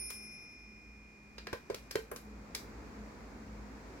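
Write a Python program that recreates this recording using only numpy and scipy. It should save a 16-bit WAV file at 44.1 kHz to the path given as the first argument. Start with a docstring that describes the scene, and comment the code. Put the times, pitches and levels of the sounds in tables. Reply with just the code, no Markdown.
"""A small room with a low hum, where the two bell gongs of a desk telephone are ringing out. The plastic
handset is lowered onto its cradle and knocks five times as it settles, each knock a crack, a ping and the ring
of the hollow case. The hook switch and line relays click. The room answers each blow with a short tail, and the
background noise grows louder towards the end."""
import sys
import numpy as np
from scipy import signal
from scipy.fft import rfft, irfft
from scipy.io import wavfile

SR = 44100
rng = np.random.default_rng(int(sys.argv[2]) if len(sys.argv) > 2 else 0)


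def pcm_store(signal):
    """Save signal as 16-bit PCM."""
    levels = np.round(np.clip(np.atleast_2d(signal), -1, 1) * 32767)
    wavfile.write(sys.argv[1], SR, levels.astype(np.int16).T)


N = 176400
SIDES = np.array([[1], [-1]])  # left, right


def undb(db):
    """Decibels to gain."""
    return 10 ** (np.asarray(db) / 20)


def along(hz, points):
    """Read (frequency, value) points on a log-frequency axis."""
    freqs, values = np.array(points, float).T
    return np.interp(np.log(np.maximum(hz, 1)), np.log(freqs), values)


def fader(points):
    """Gain over time from (time, level) points."""
    return undb(np.interp(np.arange(N) / SR, *np.array(points).T))


def unit(x):
    """Scale to rms 1."""
    return x / np.sqrt(np.mean(x ** 2))


def pan(db):
    """Stereo gains with the left louder by db."""
    return undb(SIDES * db / 2)


def decay(t, t60):
    """Fall by 60 dB in t60 seconds, 1 ms at the shortest."""
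    return np.exp(-np.log(1000) * t / np.maximum(t60, 1e-3))


# partials of the two gongs (frequency [Hz], level [dB], t60 [s], pan left [dB])
GONG_PARTIALS = [(2068, -63, 4.2, 2), (2095, -67, 9.9, -5), (2385, -56, 6.8, 4.5), (2455.5, -51, 6.3, -4.5),
                 (5344, -49.5, 2.15, 14), (6130, -64, 2.9, 6), (9530, -40.5, 0.55, -12),
                 (10860, -51.5, 1.08, -15), (10871, -45.5, 0.83, 4.5), (14480, -60, .35, -10)]
# fader ride on top of their decay (time [s], level [dB])
GONG_RIDE = [(0, -4.5), (.1, -2.5), (.2, -2.5), (.35, -.5), (.6, -2), (4, -1.5)]

def gongs():
    """Already ringing, close pairs of partials beat as the gongs die away, the highs first."""
    t, partials = np.arange(N) / SR, 0
    for hz, db, t60, pan_db in GONG_PARTIALS:
        phase = 2 * np.pi * (hz * t + rng.random()) + np.array([[0], [1]])  # right leads by 1 rad
        partials += np.sqrt(2) * undb(db) * pan(pan_db) * decay(t, t60) * np.sin(phase)
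    return partials * fader(GONG_RIDE)


# likeness of left and right in the room (frequency [Hz], correlation [0-1])
STEREO_LIKENESS = [(100, .96), (300, 0.92), (600, 0.47), (1200, 0), (4000, 0), (12000, 0)]

def diffuse(spectrum, size):
    """Stereo noise with a given spectrum, centred in the bass and wide in the treble."""
    hz = np.fft.rfftfreq(size, 1 / SR)
    likeness = np.clip(along(hz, STEREO_LIKENESS), 0, 1)
    mid, side = rfft(rng.standard_normal((2, size)))
    stereo = mid * np.sqrt(1 + likeness) + side * np.sqrt(1 - likeness) * SIDES
    return irfft(spectrum(hz) * stereo, size)


# colour of the early and late room noise (frequency [Hz], relative level [dB])
EARLY_EQ = [(25, -17), (38, -13), (56, 2.5), (75, -5), (150, -6.5), (240, -4.5), (416, -9), (560, -15.5),
            (960, -16), (2000, -18), (2500, -19.5), (3100, -31.5), (5400, -26), (7500, -31.5),
            (8500, -37.5), (16000, -44.5)]
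LATE_EQ = [(25, -28), (38, -27), (52, 2.5), (70, -10), (150, -13), (260, -8), (340, -14.5), (440, -12.5),
           (600, -19), (1000, -19), (1600, -23.5), (2400, -26), (3000, -38.5), (4600, -35), (7300, -38),
           (8500, -47.5), (11500, -50.5), (16000, -51)]
# their fader rides (time [s], level [dB])
EARLY_RIDE = [(0, -58), (.6, -60.5), (1.102, -60.5), (1.4, -59), (1.85, -56.5), (2.3, -65), (2.7, -71),
              (4, -59)]
LATE_RIDE = [(0, -78), (1.2, -73), (1.85, -62.5), (2.15, -56), (2.352, -52.5), (2.7, -49.5), (3.0, -49.5),
             (3.35, -50.5), (3.65, -51), (4, -49.5)]

def room_tone():
    """A quiet bed of background noise gives way to a fuller one."""
    early = unit(diffuse(lambda f: undb(along(f, EARLY_EQ)), N))
    late = unit(diffuse(lambda f: undb(along(f, LATE_EQ)), N))
    return early * fader(EARLY_RIDE) + late * fader(LATE_RIDE)


def waver(hz, width_hz):
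    """A narrow, steep-sided band of noise, heard as an unsteady tone."""
    return unit(diffuse(lambda f: 1 / (1 + (2 * (f - hz) / width_hz) ** 4), N))


# the room's low hum (frequency [Hz], width [Hz], level [dB])
HUM_BANDS = [(56.3, 8.9, -63.5)]
# fader ride on top of that (time [s], level [dB])
HUM_RIDE = [(0, -1.5), (1.3, 3.5), (2.1, 4), (2.7, 6.5), (4, 8.5)]

def hum():
    """A wavering low hum that slowly swells."""
    return sum(undb(db) * waver(hz, width) for hz, width, db in HUM_BANDS) * fader(HUM_RIDE)


# the drone's swells and dips (time [s], level [dB])
DRONE_RIDE = [(0.0, -71), (0.07, -80), (0.17, -59.5), (0.61, -79.5), (0.69, -56.5), (1.04, -68.5),
              (1.51, -59.5), (1.6, -78), (1.74, -57.5), (2.12, -70.5), (2.29, -55), (2.84, -63.5),
              (3.01, -47), (3.15, -69.5), (3.6, -48), (4.0, -70)]

def drone(trim_db=-0.5):
    """A narrow drone that comes and goes."""
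    tone = signal.hilbert(waver(hz=211.05, width_hz=4.1))
    compressed = unit(tone.real / np.sqrt(np.abs(tone)))  # 2:1 on its own flutter
    return undb(trim_db) * compressed * fader(DRONE_RIDE)


# colour that the plastic gives every crack (frequency [Hz], gain [dB])
PLASTIC_EQ = [(80, -2), (250, -11.5), (450, 8.5), (780, -7), (1080, 0.5), (2300, -0.5), (3100, -3),
              (5300, 1), (6600, -2.5), (7600, -3.5), (8800, -7), (11500, -4.5), (15500, -9.5)]
# crack bands: low mids, upper mids, treble, top
BAND_HZ, BAND_WIDTH_HZ = (450, 1400, 4500, 11500), (450, 1800, 4500, 9000)

def crack(band_db, t60, rise_s, size=8192):
    """Hard surfaces chatter for a few milliseconds, coloured by the plastic."""
    chatter_db, chatter_s, trim_db = 1.5, 0.000599, -4.5
    t, hz = np.arange(size) / SR, np.fft.rfftfreq(size, 1 / SR)
    chatter = undb(chatter_db * np.interp(t / chatter_s, np.arange(size), rng.standard_normal(size)))
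    envelope = (1 - np.exp(-(t / rise_s) ** 2)) * decay(t, t60) * chatter
    envelope *= np.sqrt(.03 * SR / np.sum(envelope ** 2))  # same energy, long or short
    mid, side = rfft(envelope * rng.standard_normal((2, size)))
    density_db = np.array(band_db) + 10 * np.log10(SR / 2 / np.array(BAND_WIDTH_HZ))
    eq = undb(trim_db + along(hz, list(zip(BAND_HZ, density_db))) + along(hz, PLASTIC_EQ))
    width = 0.8 * hz / (hz + 1000)  # the stereo image opens towards the top
    return irfft(eq * (mid + width * side * SIDES))[:, :size // 2]


def ping(hz, db, t60=0.011, rise_s=0.00058):
    """The part that makes contact rings for a moment."""
    t = np.arange(SR // 8) / SR
    return undb(db) * decay(t, t60) * (1 - np.exp(-t / rise_s)) * np.sin(2 * np.pi * hz * t)


def add(out, start, sound):
    """Mix a sound in at its cue."""
    i = int(start * SR)
    out[:, i:i + sound.shape[-1]] += sound[..., :N - i]


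# switch and relay cues (time [s], ping pitch [Hz], ping level [dB], four crack band levels [dB],
# crack t60 [s], crack rise [s], pan left [dB])
SWITCH_CUES = [(.101, 1370, -48, -62.5, -50.5, -49.5, -42, 0.036, .003, 1),
               (1.3808, 4800, -38, -60.5, -52.5, -47, -64, 0.045, 0.0012, -1),
               (1.744, 2340, -35, -52, -49, -44.5, -46.5, 0.023, 0.0012, 0.5),
               (1.909, 2380, -35.5, -64, -53, -43.5, -44, 0.031, 0.0024, 0.5),
               (2.1604, 1110, -38, -56, -53.5, -49.5, -45.5, .04, 0.0011, .5),
               (2.548, 2300, -29, -54, -49.5, -37.5, -39.5, 0.031, 0.0019, 2)]

def switches():
    """The hook switch and line relays give bright clicks, too light to ring the case."""
    out = np.zeros((2, N))
    for start, ping_hz, ping_db, *band_db, t60, rise_s, pan_db in SWITCH_CUES:
        add(out, start, pan(pan_db) * crack(band_db, t60, rise_s))
        add(out, start, pan(pan_db) * ping(ping_hz, ping_db))
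    return out


# the room's decay by band, negative for no tail (frequency [Hz], t60 [s])
REVERB_DECAY = [(150, -0.24), (500, -0.54), (2000, 0.2), (6000, 0.27), (14000, 0.29)]
# colour of the reverb (frequency [Hz], level [dB])
REVERB_EQ = [(150, -32), (500, -2.5), (2000, -4.5), (6000, -9.5), (14000, -7)]

def reverb(dry, onset_s=0.0055, size=22050):
    """The small room answers with a short diffuse tail, each band with its own decay."""
    t, tail = np.arange(size) / SR, 0
    centres = [hz for hz, _ in REVERB_DECAY]
    for share, (_, t60) in zip(np.eye(len(centres)), REVERB_DECAY):
        crossover = list(zip(centres, share))
        band = diffuse(lambda f: np.sqrt(along(f, crossover)) * undb(along(f, REVERB_EQ)), size)
        envelope = decay(t, t60) * (1 - np.exp(-(t / onset_s) ** 2))
        tail += band * envelope / np.sqrt(np.sum(envelope ** 2))
    return signal.fftconvolve(dry, tail, axes=1)[:, :N]


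# modes of the hollow case (frequency [Hz], relative level [dB], t60 [s])
CASE_MODES = [(106, -28, 0.094), (148, -22, .08), (256, -19, 0.02), (387, -6, .06), (418.8, 0.5, 0.05),
              (441.8, -15, 0.24), (489, -5, 0.099), (523, -5, 0.041), (631, -7.5, 0.044),
              (1017, -11, 0.069), (1050, -12.5, 0.027), (1360, -27, .03), (1572, -10, 0.034),
              (1950, -23, .015), (2250, -12, 0.022)]

def case_ring(ring_db, spot_hz, tilt_db, favour_db=7.5, favour_octaves=0.075, push_s=0.0033):
    """A knock rings the case, most of all the modes that move at the struck spot."""
    t, ring = np.arange(SR // 3) / SR, 0
    for hz, db, t60 in CASE_MODES:
        octaves = np.log2(hz / spot_hz)
        boost_db = tilt_db * octaves + favour_db * np.exp(-(octaves / favour_octaves) ** 2)
        ring += undb(ring_db + db + boost_db) * decay(t, t60) * np.sin(2 * np.pi * hz * t)
    return ring * (1 - np.exp(-t / push_s))


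# handset knocks (time [s], ring level [dB], pitch the spot favours [Hz], ring tilt [dB/octave],
# rebound delay [s], rebound gain [dB], ping pitch [Hz], ping level [dB],
# four crack band levels [dB], crack t60 [s])
KNOCK_CUES = [(1.469, -42, 367, 6, 0.0055, -6, 2280, -37, -56.5, -46, -49.5, -58.5, 0.032),
              (1.5288, -30, 523, 2.5, 0.0036, -8, 1600, -33.5, -39, -41.5, -48, -51.5, .04),
              (1.6993, -26, 557, -2.5, 0.0074, -8, 1110, -52, -50, -50, -51.5, -56.5, 0.084),
              (1.9547, -26, 426, -6, .034, -14.5, 1570, -23.5, -43, -42, -41.5, -43.5, 0.026),
              (2.1139, -36.5, 474, 0, .0105, -10, 11200, -40, -47.5, -43, -62.5, -44.5, 0.047)]

def handset():
    """Each knock cracks and pings at the contact and rings the case; a softer rebound follows."""
    out = np.zeros((2, N))
    for (start, ring_db, spot_hz, tilt_db, rebound_s, rebound_db,
         ping_hz, ping_db, *band_db, t60) in KNOCK_CUES:
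        ring = case_ring(ring_db, spot_hz, tilt_db)
        add(out, start, ring)
        add(out, start + rebound_s, undb(rebound_db) * ring)
        add(out, start, ping(ping_hz, ping_db))
        add(out, start, crack(band_db, t60, rise_s=.0011))
    return out


def scene(right_lag_s=.0001):
    """Gongs and blows over the room's bed; the blows arrive left first and feed the reverb."""
    blows = handset() + switches()
    direct = np.array([blows[0], np.roll(blows[1], int(right_lag_s * SR))])
    return gongs() + direct + reverb(blows) + room_tone() + hum() + drone()


def record(dry, top_hz=16000):
    """A steep low-pass takes the very top off the mix."""
    return signal.sosfilt(signal.ellip(10, .2, 70, top_hz, fs=SR, output="sos"), dry)


dry = scene()
out = record(dry)
pcm_store(out)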